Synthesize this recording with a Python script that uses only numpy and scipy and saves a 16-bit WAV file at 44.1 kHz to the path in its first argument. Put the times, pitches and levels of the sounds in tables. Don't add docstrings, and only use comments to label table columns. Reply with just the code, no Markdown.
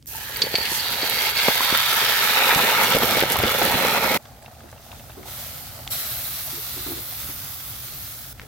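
import sys
import numpy as np
from scipy import signal
from scipy.fft import rfft, irfft, next_fast_len
from scipy.io import wavfile
from scipy.ndimage import uniform_filter1d, map_coordinates

SR = 44100
rng = np.random.default_rng(int(sys.argv[2]) if len(sys.argv) > 2 else 0)


def generate_wav(signal):
    frames = np.transpose(np.atleast_2d(signal))
    scaled = np.clip(frames, -1, 1) * 32767
    pcm = np.round(scaled).astype(np.int16)
    wavfile.write(sys.argv[1], SR, pcm)


N = 373527
T = np.arange(N) / SR
OIL_START_S, OIL_END_S, SAUCE_END_S = 0.068, 4.175, 8.33
FOAM_HALF_RISEN_S, GURGLE_DELAY_S = 2.31, 0.22


# centre_s, half_length_s, depth_db
LEVEL_DUCKS = [(0.507, 0.04, 2.5), (1.337, 0.024, 7), (1.595, 0.018, 3), (2.995, 0.017, 5),
               (3.26, 0.051, 4), (3.383, 0.068, 4), (3.999, 0.019, 2.5)]
# centre_hz, width_hz, gain_db
WOK_HOLLOW = [(218, 21, 2.5), (532, 60, 4), (875, 200, 2), (1070, 116, -4), (1320, 150, 5), (2190, 71, 4.5),
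              (4680, 330, 1.5)]
# frequency_hz, left_minus_right_db
OIL_BALANCE = [(60, -13), (110, -3), (200, -5.5), (380, 0), (700, -3.5), (1290, 0.5), (2380, -0.5),
               (4400, -5), (8120, 5), (15000, -10.5)]
def deep_frying(grow_s=0.16, left_lead_ms=0.059):
    heave = wobble(45) * (1 + 0.41 * foam_height(GURGLE_DELAY_S))
    body = gurgle(heave) + boil(heave) + crackle(heave)
    spray = fizz(heave)
    body += singing_steel() + roil()
    grown = 1 - np.exp(-np.maximum(T - OIL_START_S, 0) / grow_s)
    foam = (body * grown + spray) * amp(-sum(db * swell(s, half) for s, half, db in LEVEL_DUCKS))
    hollow = filtered(foam, lambda hz: amp(sum(db / (1 + (2 * (hz - centre) / width) ** 2)
                                               for centre, width, db in WOK_HOLLOW)))
    slosh = np.clip(1 + 0.24 * wobble(14), 0, 2)
    foam += (hollow - foam) * slosh
    sides = np.array([[.5], [-.5]])
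    placed = filtered(foam, lambda hz: amp(sides * along(OIL_BALANCE, hz))
                      * np.exp(2j * np.pi * sides * hz * left_lead_ms / 1000))
    return placed * (until(OIL_END_S) - until(OIL_START_S))


# time_s, strength_db
BOIL_STRENGTH = [(0.23, -38), (0.27, -38.5), (0.58, -33.5), (0.75, -33), (1.04, -30), (1.27, -25),
                 (1.54, -24.5), (1.83, -23.5), (2.45, -23), (2.72, -23.5), (3.07, -26.5), (3.18, -26),
                 (3.4, -27.5), (3.68, -27.5), (3.96, -27.5)]
FULL_BOIL_DB = -24.5
def frying_gain(db, follow, foam_db, delay_s=0):
    strength_db = curve(BOIL_STRENGTH) - FULL_BOIL_DB
    return amp(db + follow * strength_db + foam_db * foam_height(delay_s))


def foam_height(delay_s, rise_s=0.18):
    return .5 + .5 * np.tanh((T - delay_s - FOAM_HALF_RISEN_S) / (2 * rise_s))


# frequency_hz, level_db
CRACKLE_SPECTRUM = [(300, -42), (900, -2), (1200, -8.5), (1650, 1), (2400, 3), (4000, 2.5), (4700, -3.5),
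                    (5300, -5), (6500, -16), (9000, -19), (16000, -23)]
def crackle(heave):
    popping = coloured(bursts(per_s=3200, spread_db=1.5, lag_ms=.1), CRACKLE_SPECTRUM)
    popping = dappled(popping, depth_db=2.22) * amp(0.35 * heave + 0.75 * wobble(160))
    return popping * frying_gain(-21.5, follow=0.87, foam_db=-1.2)


# frequency_hz, level_db
SMALL_BOIL_SPECTRUM = [(200, -45), (480, -13.5), (750, -4), (950, 3.5), (1150, 4), (1500, 8), (2200, 0),
                       (3500, -24), (8000, -53)]
LARGE_BOIL_SPECTRUM = [(150, -37), (320, -8), (420, 4.5), (650, -1), (900, 1), (1150, -16), (1500, -13),
                       (2200, -1), (3500, -29), (8000, -53)]
# time_s, large_share (0 to 1)
LARGE_SHARE = [(0, 1), (.5, 1), (.75, 0.1), (1.05, 0.7), (1.65, 0), (2.5, 0.2), (4.17, 0.57)]
def boil(heave):
    large = curve(LARGE_SHARE)
    popping = bubbles(per_s=480, hz=951, scatter=1.0, cycles=16.3, spread_db=1.5, lag_ms=0.089)
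    popping += 2.43 * bursts(per_s=3500, spread_db=2.5, lag_ms=0.07)
    blend = np.sqrt(1 - large) * coloured(popping, SMALL_BOIL_SPECTRUM)
    blend += np.sqrt(large) * coloured(popping, LARGE_BOIL_SPECTRUM)
    return dappled(blend * amp(heave), depth_db=1.5, frames=12) * frying_gain(-31, follow=0.91, foam_db=6.8)


# frequency_hz, level_db
FIZZ_SPECTRUM = [(2500, -26), (6000, -3), (8000, -7), (10000, -5.5), (11500, 0), (12700, 2), (14000, -0.5),
                 (15800, -7)]
def fizz(heave):
    snaps = .37 * bursts(per_s=80, spread_db=2.2, lag_ms=.12)
    hiss = coloured(bursts(per_s=11000, spread_db=3.5, lag_ms=.12) + snaps, FIZZ_SPECTRUM)
    return hiss * amp(0.52 * heave + 1.1 * wobble(90)) * frying_gain(-27, follow=0.59, foam_db=1.3)


# frequency_hz, level_db
GURGLE_SPECTRUM = [(25, -46), (70, -17), (130, 2.5), (240, 6), (330, 1.5), (500, 0), (1200, -62)]
def gurgle(heave):
    bubbling = coloured(bursts(per_s=300, spread_db=2.0, lag_ms=0.35), GURGLE_SPECTRUM) * amp(2 * heave)
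    return bubbling * frying_gain(-48, follow=0.077, foam_db=13.7, delay_s=GURGLE_DELAY_S)


# frequency_hz, level_db
STEEL_SPECTRUM = [(1500, -36), (2000, -33), (2200, -15), (2450, -21), (3400, -4), (4000, -16), (4300, 4),
                  (4520, 12), (4780, -0.5), (5150, -13), (6200, -42)]
# centre_s, half_length_s, gain_db
STEEL_SWELLS = [(0.81, 0.018, 12), (0.875, 0.0093, 4), (.94, 0.014, 3.5), (1.068, .012, 8),
                (1.153, 0.022, 4), (1.403, .012, 4)]
def singing_steel(start_s=0.48):
    ring = coloured(bursts(per_s=1000, spread_db=-2.0, lag_ms=0.13), STEEL_SPECTRUM)
    ring = dappled(ring, depth_db=3.5, bins=5, frames=5)
    ring *= amp(2.4 * wobble(25.2) + sum(db * swell(s, half) for s, half, db in STEEL_SWELLS))
    return ring * frying_gain(-34, follow=0.25, foam_db=-21) * (1 - until(start_s))


# frequency_hz, level_db
SURGE_SPECTRUM = [(300, -23), (500, -4), (680, -13), (880, -3), (1080, -7), (1280, -3.5), (1780, -3),
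                  (2250, 5), (2800, -3), (4500, -22), (9000, -50)]
# centre_s, half_length_s, level_db
OIL_SURGES = [(1.246, 0.047, -41), (1.717, 0.086, -28), (2.41, 0.06, -24.5), (2.51, 0.041, -23.5),
              (2.654, 0.091, -31.5), (2.81, 0.043, -22.5), (3.43, 0.15, -29.5), (3.827, 0.072, -31),
              (4.046, 0.031, -26)]
def roil():
    ringing = bubbles(per_s=1300, hz=1355, scatter=1.086, cycles=11.3, spread_db=2, lag_ms=0.11)
    return coloured(ringing, SURGE_SPECTRUM) * sum(amp(db) * swell(s, half) for s, half, db in OIL_SURGES)


# frequency_hz, level_db
WET_SPECTRUM = [(200, -8.5), (700, -14), (1000, -13.5), (1300, -9.5), (2000, -6.5), (5000, -19.5),
                (16000, -47)]
# start_s, level_db, pitch_hz, life_cycles
OIL_PLOPS = [(.439, -19, 430, 7.8), (.468, -18, 517, 19), (.5415, -10, 436, 7.2), (.584, -16.5, 520, 7.4),
             (.608, -23, 397, 5.9), (.718, -20, 337, 4.3), (1.031, -16, 393, 6.7), (1.4835, -2.5, 510, 5.5),
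             (1.487, -10, 235, 2.3), (1.606, -9.5, 990, 28), (1.675, -16, 950, 36), (1.726, -12, 360, 2.9),
             (1.748, -10, 1330, 59), (2.527, -11, 990, 11), (2.559, -15, 147, 6.9), (2.593, -9, 910, 15),
             (2.737, -20, 775, 14), (2.9485, -7.5, 260, 4.3), (2.951, -9, 533, 8.3), (2.968, -4, 500, 9.5),
             (2.978, -20, 624, 6.2), (3.022, -11, 900, 14), (3.033, -7, 445, 9.6), (3.17, -8, 496, 13),
             (3.2245, -4, 456, 5.6), (3.2358, -5.5, 523, 5.4), (3.357, -9.5, 816, 12),
             (3.364, -11, 1100, 9), (3.389, -13, 80, 2.3), (3.401, -12, 705, 8), (3.4355, -6, 430, 8.3),
             (3.444, -10, 170, 2.6), (3.548, -13, 500, 19), (3.616, -8.5, 770, 16), (3.621, -10.5, 410, 12),
             (3.709, -12, 730, 14), (3.742, -16.5, 80, 3), (3.772, -17, 443, 34), (3.849, -9, 554, 15),
             (3.948, -8.5, 760, 16), (3.96, -13.5, 920, 67), (4.03, -16, 505, 16), (4.114, -11, 460, 11)]
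def plops(glide=0.16, splash=0.61, splash_attack_s=0.00054, offshoot_db=-11, offshoot_s=0.009):
    out, t = blank(SR // 8)
    lesser = []
    for s, db, deviation in scattered(FOAM_HALF_RISEN_S + GURGLE_DELAY_S, OIL_END_S, per_s=6, db=-16.5):
        strength_db = np.interp(s, *np.transpose(BOIL_STRENGTH)) - FULL_BOIL_DB
        lesser.append((s, db + strength_db, 510 * np.exp(0.43 * deviation), 10))
    for s, db, hz, cycles in list(OIL_PLOPS) + lesser:
        rise, late, smaller = rng.random(3)
        wet = coloured(noise(len(t), 1.0), WET_SPECTRUM) * decay(t, cycles / hz) * onset(t, splash_attack_s)
        plop = gulp(t, hz, cycles, glide * rise) + splash * wet
        low_cut = signal.butter(2, 0.28 * hz, "high", fs=SR)
        add(out, s, signal.lfilter(*low_cut, plop), db)
        add(out, s + offshoot_s * (.5 + late), gulp(t, hz * (1 + smaller), 2 * cycles, glide), db + offshoot_db)
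    return out


# frequency_hz, level_db
SNAP_SPECTRUM = [(3000, -19), (9000, -8), (13000, 5), (16000, -6), (16500, -40)]
POP_SPECTRUM = [(500, -8), (2200, 3), (4000, 6), (7000, -5), (16000, -23)]
# start_s, level_db, pop_over_snap_db
OIL_SPITS = [(.0263, -33.5, 10), (.0593, -27, -5), (.3706, -10, -10), (.8842, -11, 2), (.903, -21, 5),
             (1.0985, -4, -1), (1.2215, -8, 6), (1.5585, -8, -6), (1.5781, -6, -7), (1.6483, -4, -4),
             (1.7747, -3, -1), (1.863, -11, -4), (2.237, -14, -4), (2.2693, -10, -5), (2.469, -12, -4),
             (2.549, -1, 9), (2.5733, -8, -2), (2.671, -8, -3), (2.8353, 0, -7), (2.9035, -5, -4),
             (2.9864, -6, -13), (3.0348, -9, -9), (3.11, -5, -4), (3.2055, -3, -3), (3.3015, -7, -11),
             (3.3156, -8, -15), (3.3207, -2, -12), (3.3325, -10, -12), (3.3697, -5, -7), (3.3888, -7, -6),
             (3.6409, -10, -5), (3.6518, -4, -8), (3.6983, -11, -7), (3.7163, -6, -17), (3.7411, -16, -11),
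             (3.7917, -11, -6), (3.8701, -8, 7), (3.8835, -5, 6), (3.91, -13, -4), (4.056, -15, 4),
             (4.1453, -5, 2)]
# centre_s, half_length_s, level_db
RIM_SPRAYS = [(.747, 0.062, -25.5), (2.847, 0.017, -25), (3.33, 0.016, -24.5)]
def spits(chance_start_s=1.0, pop_spread_db=7, t60_s=.004):
    out, t = blank(SR // 50)
    chance = scattered(chance_start_s, OIL_END_S, per_s=22, db=-12.5, limit=96)
    strays = [(s, db, pop_spread_db * deviation) for s, db, deviation in chance]
    for s, db, pop_db in list(OIL_SPITS) + strays:
        snap = coloured(noise(len(t), 0.55), SNAP_SPECTRUM)
        pop = coloured(noise(len(t), 0.57), POP_SPECTRUM)
        add(out, s, (snap + amp(pop_db) * pop) * decay(t, t60_s), db)
    spray_spectrum = [(2000, -7), (6000, 8.5), (9000, 5), (13000, 10), (16000, -2)]
    spray = coloured(bursts(per_s=3600, spread_db=-3, lag_ms=0.17), spray_spectrum)
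    out += spray * sum(amp(db) * swell(s, half) for s, half, db in RIM_SPRAYS)
    return out * amp([[-3.5], [.5]])


# frequency_hz, level_db
FLASH_SPECTRUM = [(500, -24), (1500, -27), (2250, -19), (2700, -16), (3400, -7), (4000, -6), (4600, 6),
                  (5200, -14), (7000, -21), (16000, -45)]
# pitch_hz, level_db, t60_s
WOK_MODES = [(1490, -18, 0.01), (2260, 3, 0.022), (2610, -4, .016), (3330, -4, 0.022)]
# start_s, steam_db, clack_over_steam_db
EGG_HITS = [(0.36, -20.5, -1), (0.418, -5, -16), (0.426, -17, -20), (0.553, -4, -9), (0.653, -19.5, -3),
            (1.021, -13.5, -8)]
def cracks(rise_s=0.0027, tail_db=-12, tail_t60_s=0.18, rough=0.59):
    out, t = blank(SR // 5)
    for s, db, clack_db in EGG_HITS:
        flash = coloured(noise(len(t), 0.52), FLASH_SPECTRUM) * t / rise_s * np.exp(1 - t / rise_s)
        ring = coloured(noise(len(t), 0.43), STEEL_SPECTRUM) * amp(tail_db) * decay(t, tail_t60_s)
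        clack = sum((np.sin(2 * np.pi * hz * t) + rough * band(len(t), hz)) * amp(level) * decay(t, t60)
                    for hz, level, t60 in WOK_MODES)
        add(out, s, flash + ring * onset(t, rise_s), db)
        add(out, s, clack * onset(t, rise_s), db + clack_db)
    return out * amp([[-1.5], [1.5]])


# start_s, level_db, centre_hz, t60_s
FOAM_SPLATS = [(.294, -26, 795, 0.081), (.652, -14.5, 3000, 0.067), (.876, -19, 2400, .025),
               (.93, -21, 3000, .025), (1.057, -18, 2820, .03), (1.172, -19, 2400, 0.038),
               (1.2097, -14, 2280, 0.023), (1.482, -9, 1200, 0.024), (2.504, -10, 1900, 0.05),
               (2.933, -10, 3200, .05), (3.192, -10.5, 4260, 0.017), (3.21, -10.5, 2800, 0.026),
               (3.429, -16, 3200, 0.021), (3.617, -13, 1500, 0.057), (3.975, -13.5, 1000, 0.06)]
def splats(attack_s=0.0016):
    out, t = blank(SR // 10)
    for s, db, hz, t60 in FOAM_SPLATS:
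        add(out, s, band(len(t), hz) * decay(t, t60) * onset(t, attack_s), db)
    return out


def ping(start_s=.149, level_db=-32.5, pitch_hz=887, t60_s=0.13):
    out, t = blank(SR // 4)
    add(out, start_s, np.sin(2 * np.pi * pitch_hz * t) * decay(t, t60_s), level_db)
    return out


# frequency_hz, level_db
SEAR_SPECTRUM = [(1500, -30), (2800, -2), (3400, -6), (4000, 10), (4400, -2.5), (5000, -6), (5600, 3),
                 (6700, -15), (7600, 1), (9000, -8), (11800, 7), (16000, -8)]
# start_s, steam_db, rise_s, steam_fade_db_per_s, hiss_db, echo_ms
EGG_SEARS = [(4.80, -53, 0.037, 5, -66, .86), (5.245, -36.5, 0.056, 20, -50, .83),
             (5.902, -34.5, 0.012, 3, -24.5, .9), (6.02, -50, 0.042, 2, -30, .79),
             (6.09, -50, .012, 60, -36, .83), (6.215, -47, .02, 58, -32, .8),
             (6.32, -45, .015, 60, -34.5, .88), (6.79, -52, 0.02, 43, -34.5, 0.79),
             (7.175, -32.5, .035, 130.5, -60, .86), (7.83, -39.5, 0.034, 131, -70, .86)]
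def sears(echo=0.35, t60_s=0.77, sputter_db=2.4):
    out, t = blank(SR)
    for s, _, rise_s, _, db, echo_ms in EGG_SEARS:
        hiss = coloured(noise(len(t), 0.92), SEAR_SPECTRUM)
        hiss = unit(filtered(hiss, lambda hz: 1 + echo * np.exp(-2j * np.pi * hz * echo_ms / 1000)))
        part = out[:, round(s * SR):][:, :len(t)]
        part += (hiss * amp(db) * decay(t, t60_s) * onset(t, rise_s))[:, :part.shape[1]]
    return out * amp(sputter_db * wobble(70))


def steam_db(sauce_alone_db=-60):
    power = amp(sauce_alone_db) ** 2
    for s, db, rise_s, fade_db_per_s, *_ in EGG_SEARS:
        age = np.maximum(T - s, 0)
        power += (amp(db - fade_db_per_s * age) * onset(age, rise_s)) ** 2
    return 10 * np.log10(power)


# frequency_hz, level_db
SIMMER_SPECTRUM = [(130, -34), (220, 5.5), (330, -17), (450, -12.5), (620, -3.5), (800, -3), (1000, -11.5),
                   (1300, -4), (1900, -5), (5000, -18)]
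SIZZLE_SPECTRUM = [(450, -22), (700, -11.5), (1000, -8), (1300, 0), (1750, -4.5), (2100, -1.5), (2400, -5),
                   (2650, -3), (2950, -4), (3400, -0.5), (4500, -0.5), (7000, -4.5), (10000, -7),
                   (16000, -24)]
STEAM_SPECTRUM = [(4000, -20), (7500, -18), (10000, -8), (12000, -1), (13500, 0), (15800, -2)]
def simmering_sauce(covered_at_s=6.14, smother_db_per_s=3.5, dry_db_per_s=0.8, fade_at_s=8.2):
    steaming_db = steam_db()
    extra_steam_db = steaming_db + 40.5
    covered_s = np.maximum(T - covered_at_s, 0)
    simmer_gain = amp(-48 + 0.099 * extra_steam_db - smother_db_per_s * covered_s + 1.5 * wobble(35))
    sizzle_gain = amp(-43 + 0.79 * extra_steam_db - dry_db_per_s * covered_s)
    steam_gain = amp(steaming_db + 0.25 * wobble(13))
    ringing = bubbles(per_s=520, hz=760, scatter=0.84, cycles=15, spread_db=2, lag_ms=0.15)
    simmer = coloured(ringing + bursts(per_s=2000, spread_db=4.5, lag_ms=0.13), SIMMER_SPECTRUM)
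    sizzle = coloured(bursts(per_s=6000, spread_db=0.8, lag_ms=.1), SIZZLE_SPECTRUM)
    sizzle = dappled(sizzle, depth_db=1.3) * amp(3.5 + 0.92 * wobble(30))
    steam = coloured(bursts(per_s=17000, spread_db=0.5, lag_ms=.1), STEAM_SPECTRUM)
    steam = dappled(steam, depth_db=1.3) * amp(6.7 + 0.75 * wobble(40))
    fade = amp(-17 * np.maximum(T - fade_at_s, 0))
    hiss = (sizzle_gain * sizzle + steam_gain * steam) * fade * until(SAUCE_END_S)
    faint_hiss = (amp(-58) * sizzle + amp(-56) * steam) * (1 - until(SAUCE_END_S))
    return (simmer_gain * simmer + hiss + faint_hiss) * (1 - until(OIL_END_S)) * amp([[-.6], [.6]])


# pitch_ratio, level_db, t60_share
LADLE_MODES = [(.8, -3, 0.59), (1, -4, 1), (1.88, -34, .8), (2.85, -17.5, 0.51)]
# start_s, level_db, pitch_hz, t60_s
LADLE_KNOCKS = [(4.633, -39, 347, 0.23), (5.169, -31, 376, 0.44), (6.53, -34.5, 338, .15),
                (6.574, -36, 432, .14), (6.766, -30.5, 363, 0.18), (6.863, -27, 369, 0.29),
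                (6.906, -25.5, 332, 0.23), (6.965, -31.5, 343, .26), (7.289, -33, 360, 0.12),
                (8.427, -38.5, 430, 0.15)]
def knocks(rustle=0.46, attack_s=0.0021):
    out, t = blank(SR // 3)
    load_spectrum = [(120, -28), (280, -5.5), (450, -5), (600, -15), (2000, -23), (6000, -67)]
    for s, db, hz, t60 in LADLE_KNOCKS:
        ring = sum(amp(level + rng.normal(0, 3.3)) * decay(t, t60 * share) * np.sin(2 * np.pi * hz * k * t)
                   for k, level, share in LADLE_MODES)
        load = coloured(noise(len(t), 1.0), load_spectrum) * decay(t, t60)
        add(out, s, (ring + rustle * load) * onset(t, attack_s), db)
    return out


# frequency_hz, level_db
THUD_SPECTRUM = [(200, -10), (500, -9), (720, -1), (1000, -5), (1250, -7), (2000, -15), (16000, -55)]
# start_s, level_db, bubble_pitch_hz
EGG_LANDINGS = [(4.255, -33.5, 719), (4.446, -35, 649), (4.481, -34, 746), (4.728, -32, 611),
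                (4.797, -37, 665), (4.866, -44, 783), (4.927, -31.5, 710), (5.097, -31, 654),
                (5.231, -34, 680), (5.256, -35, 720), (5.284, -31, 697), (5.789, -31, 650),
                (5.868, -30, 730), (5.932, -28, 1110), (6.919, -30, 790), (7.123, -35, 700)]
def landings(t60_s=0.041, squelch=1.5):
    out, t = blank(SR // 10)
    for s, db, hz in EGG_LANDINGS:
        thud = coloured(noise(len(t), 0.48), THUD_SPECTRUM) * decay(t, t60_s)
        add(out, s, thud + squelch * gulp(t, hz, cycles=22, glide=0.087), db)
    return out


# pitch_ratio, level_db
CLICK_MODES = [(.61, -13), (1, -1), (1.36, -9)]
# start_s, level_db, centre_hz, t60_s
SKIN_CLICKS = [(4.2243, -38, 7000, 0.016), (4.2545, -36, 3470, 0.024), (4.4245, -37, 1710, .025),
               (4.427, -39, 7960, .025), (4.4605, -32, 2730, 0.021), (4.461, -36, 1650, .03),
               (4.5525, -42, 2800, 0.018), (4.604, -41, 3400, .025), (4.689, -40, 1900, .025),
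               (4.7155, -32, 7500, 0.009), (4.777, -41, 2780, .03), (4.9167, -30, 2700, 0.028),
               (4.995, -33, 2680, 0.045), (5.1023, -37, 2750, 0.042), (5.119, -36, 2700, 0.018),
               (5.231, -35, 2150, .02), (5.8765, -16.5, 3320, .005)]
def clicks(tumble_end_s=5.3, edge=0.27, grit=.85):
    out, t = blank(SR // 10)
    lesser = [(s, db, 2700 * np.exp(.55 * deviation), 0.012)
              for s, db, deviation in scattered(OIL_END_S, tumble_end_s, per_s=16, db=-44)]
    for s, db, hz, t60 in list(SKIN_CLICKS) + lesser:
        ring = sum(amp(level + rng.normal(0, 4, (2, 1))) * np.sin(2 * np.pi * hz * k * t)
                   for k, level in CLICK_MODES)
        crunch = band(len(t), hz) + edge * (band(len(t), hz / 2) + band(len(t), hz * 2))
        add(out, s, (ring + grit * crunch) * decay(t, t60), db)
    return out


def scrape(centre_s=8.41, half_length_s=0.036, level_db=-44):
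    slips = coloured(bursts(per_s=1200, spread_db=6, lag_ms=0.12), WET_SPECTRUM)
    return slips * amp(level_db) * swell(centre_s, half_length_s)


# frequency_hz, level_db
FIRE_SPECTRUM = [(20, -28), (35, -22), (55, -0.5), (80, -1), (130, 0), (180, -13.5), (300, -17),
                 (1000, -40.5), (5000, -37.5), (16000, -41)]
# time_s, strength_db
FIRE_STRENGTH = [(0.1, -48.5), (2.19, -52), (2.83, -51), (3.02, -43), (3.87, -46), (4.17, -51.5),
                 (4.95, -50.5), (6.99, -44.5), (8.35, -49)]
def fire(flutter_db=1.6):
    rumble = coloured(noise(N, 0.26), FIRE_SPECTRUM)
    return rumble * amp(curve(FIRE_STRENGTH) + 2.5 + flutter_db * wobble(8.3))


def bursts(per_s, spread_db, lag_ms):
    when, size, sign, left, right = rng.random((int(per_s * N / SR), 5)).T
    push = np.sign(sign - .5) * amp(-spread_db * np.log(size + .01))
    lag = np.log(left / right) * lag_ms * SR / 1000
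    starts = [(when * N + way * lag / 2).astype(int) for way in (1, -1)]
    return unit(np.array([np.bincount(s % N, push, N) for s in starts]))


def bubbles(per_s, hz, scatter, cycles, spread_db, lag_ms):
    when, size, left, right, up, down = rng.random((int(per_s * N / SR), 6)).T[:, :, None]
    pitch = hz * np.exp(scatter * (up - down))
    k = np.arange(640)
    age = k / SR * pitch / cycles
    envelope = amp(-60 * age - spread_db * np.log(size + .02))
    ring = np.sin(2 * np.pi * cycles * age * (1 + age / 10)) * envelope
    lag = np.log(left / right) * lag_ms * SR / 1000
    starts = [(when * N + way * lag / 2).astype(int) for way in (1, -1)]
    return unit(np.array([np.bincount(((s + k) % N).ravel(), ring.ravel(), N) for s in starts]))


def gulp(t, hz, cycles, glide):
    age = t * hz / cycles
    return np.sin(2 * np.pi * hz * t * (1 + glide * np.minimum(age, 1))) * amp(-60 * age)


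def dappled(x, depth_db, bins=7, frames=28):
    spectra = signal.stft(x, nperseg=1024)[2]
    patches = rng.standard_normal(spectra.shape[1:])
    patches = uniform_filter1d(uniform_filter1d(patches, bins, axis=0), frames, axis=1)
    return unit(signal.istft(spectra * amp(depth_db * unit(patches)), nperseg=1024)[1][:, :N])


def scattered(start_s, end_s, per_s, db, spread_db=1.5, limit=64):
    gap, loud, other = rng.random((limit, 3)).T
    times = start_s + np.cumsum(.2 + 1.6 * gap) / per_s
    return np.transpose([times, db + spread_db * (2 * loud - 1), 2 * other - 1])[times < end_s]


def noise(n, width):
    mid, side = rng.standard_normal((2, n))
    return np.array([mid + width * side, mid - width * side])


def band(n, hz):
    return coloured(noise(n, .5), [(hz / 4, -25), (hz * .7, -4), (hz, 0), (hz * 1.3, -5), (hz * 3, -28)])


def coloured(x, spectrum):
    return unit(filtered(x, lambda hz: amp(along(spectrum, hz))))


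def filtered(x, response):
    n = x.shape[-1]
    padded = next_fast_len(n + 4096)
    return irfft(rfft(x, padded) * response(np.fft.rfftfreq(padded, 1 / SR)), padded)[..., :n]


def along(points, hz):
    frequencies, values = np.transpose(points)
    return np.interp(np.log(hz + 1), np.log(frequencies), values)


def curve(points):
    return np.interp(T, *np.transpose(points))


def wobble(per_s):
    return map_coordinates(rng.standard_normal(int(N * per_s / SR) + 4), [T * per_s], order=1)


def swell(s, half):
    return np.exp(-((T - s) / half) ** 2)


def until(s):
    return np.clip((s - T) / .004 + .5, 0, 1)


def onset(t, rise_s):
    return 1 - np.exp(-t / rise_s)


def decay(t, t60_s):
    return amp(-60 * t / t60_s)


def amp(db):
    return 10 ** (np.asarray(db) / 20)


def unit(x):
    return x / np.sqrt(np.mean(x ** 2) + 1e-20)


def blank(n):
    return np.zeros((2, N)), np.arange(n) / SR


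def add(out, s, sound, db):
    part = out[:, max(round(s * SR), 0):][:, :sound.shape[-1]]
    part += (amp(db) * sound / np.abs(sound).max())[..., :part.shape[1]]


def scene():
    oil = deep_frying() + ping() + plops() + cracks() + splats() + spits()
    sauce = simmering_sauce() + sears() + landings() + clicks() + knocks() + scrape()
    return oil + sauce + fire()


def record(dry):
    return filtered(np.clip(dry, -1, 1), lambda hz: 1 / (1 + (hz / 16000) ** 200))


dry = scene()
out = record(dry)
generate_wav(out)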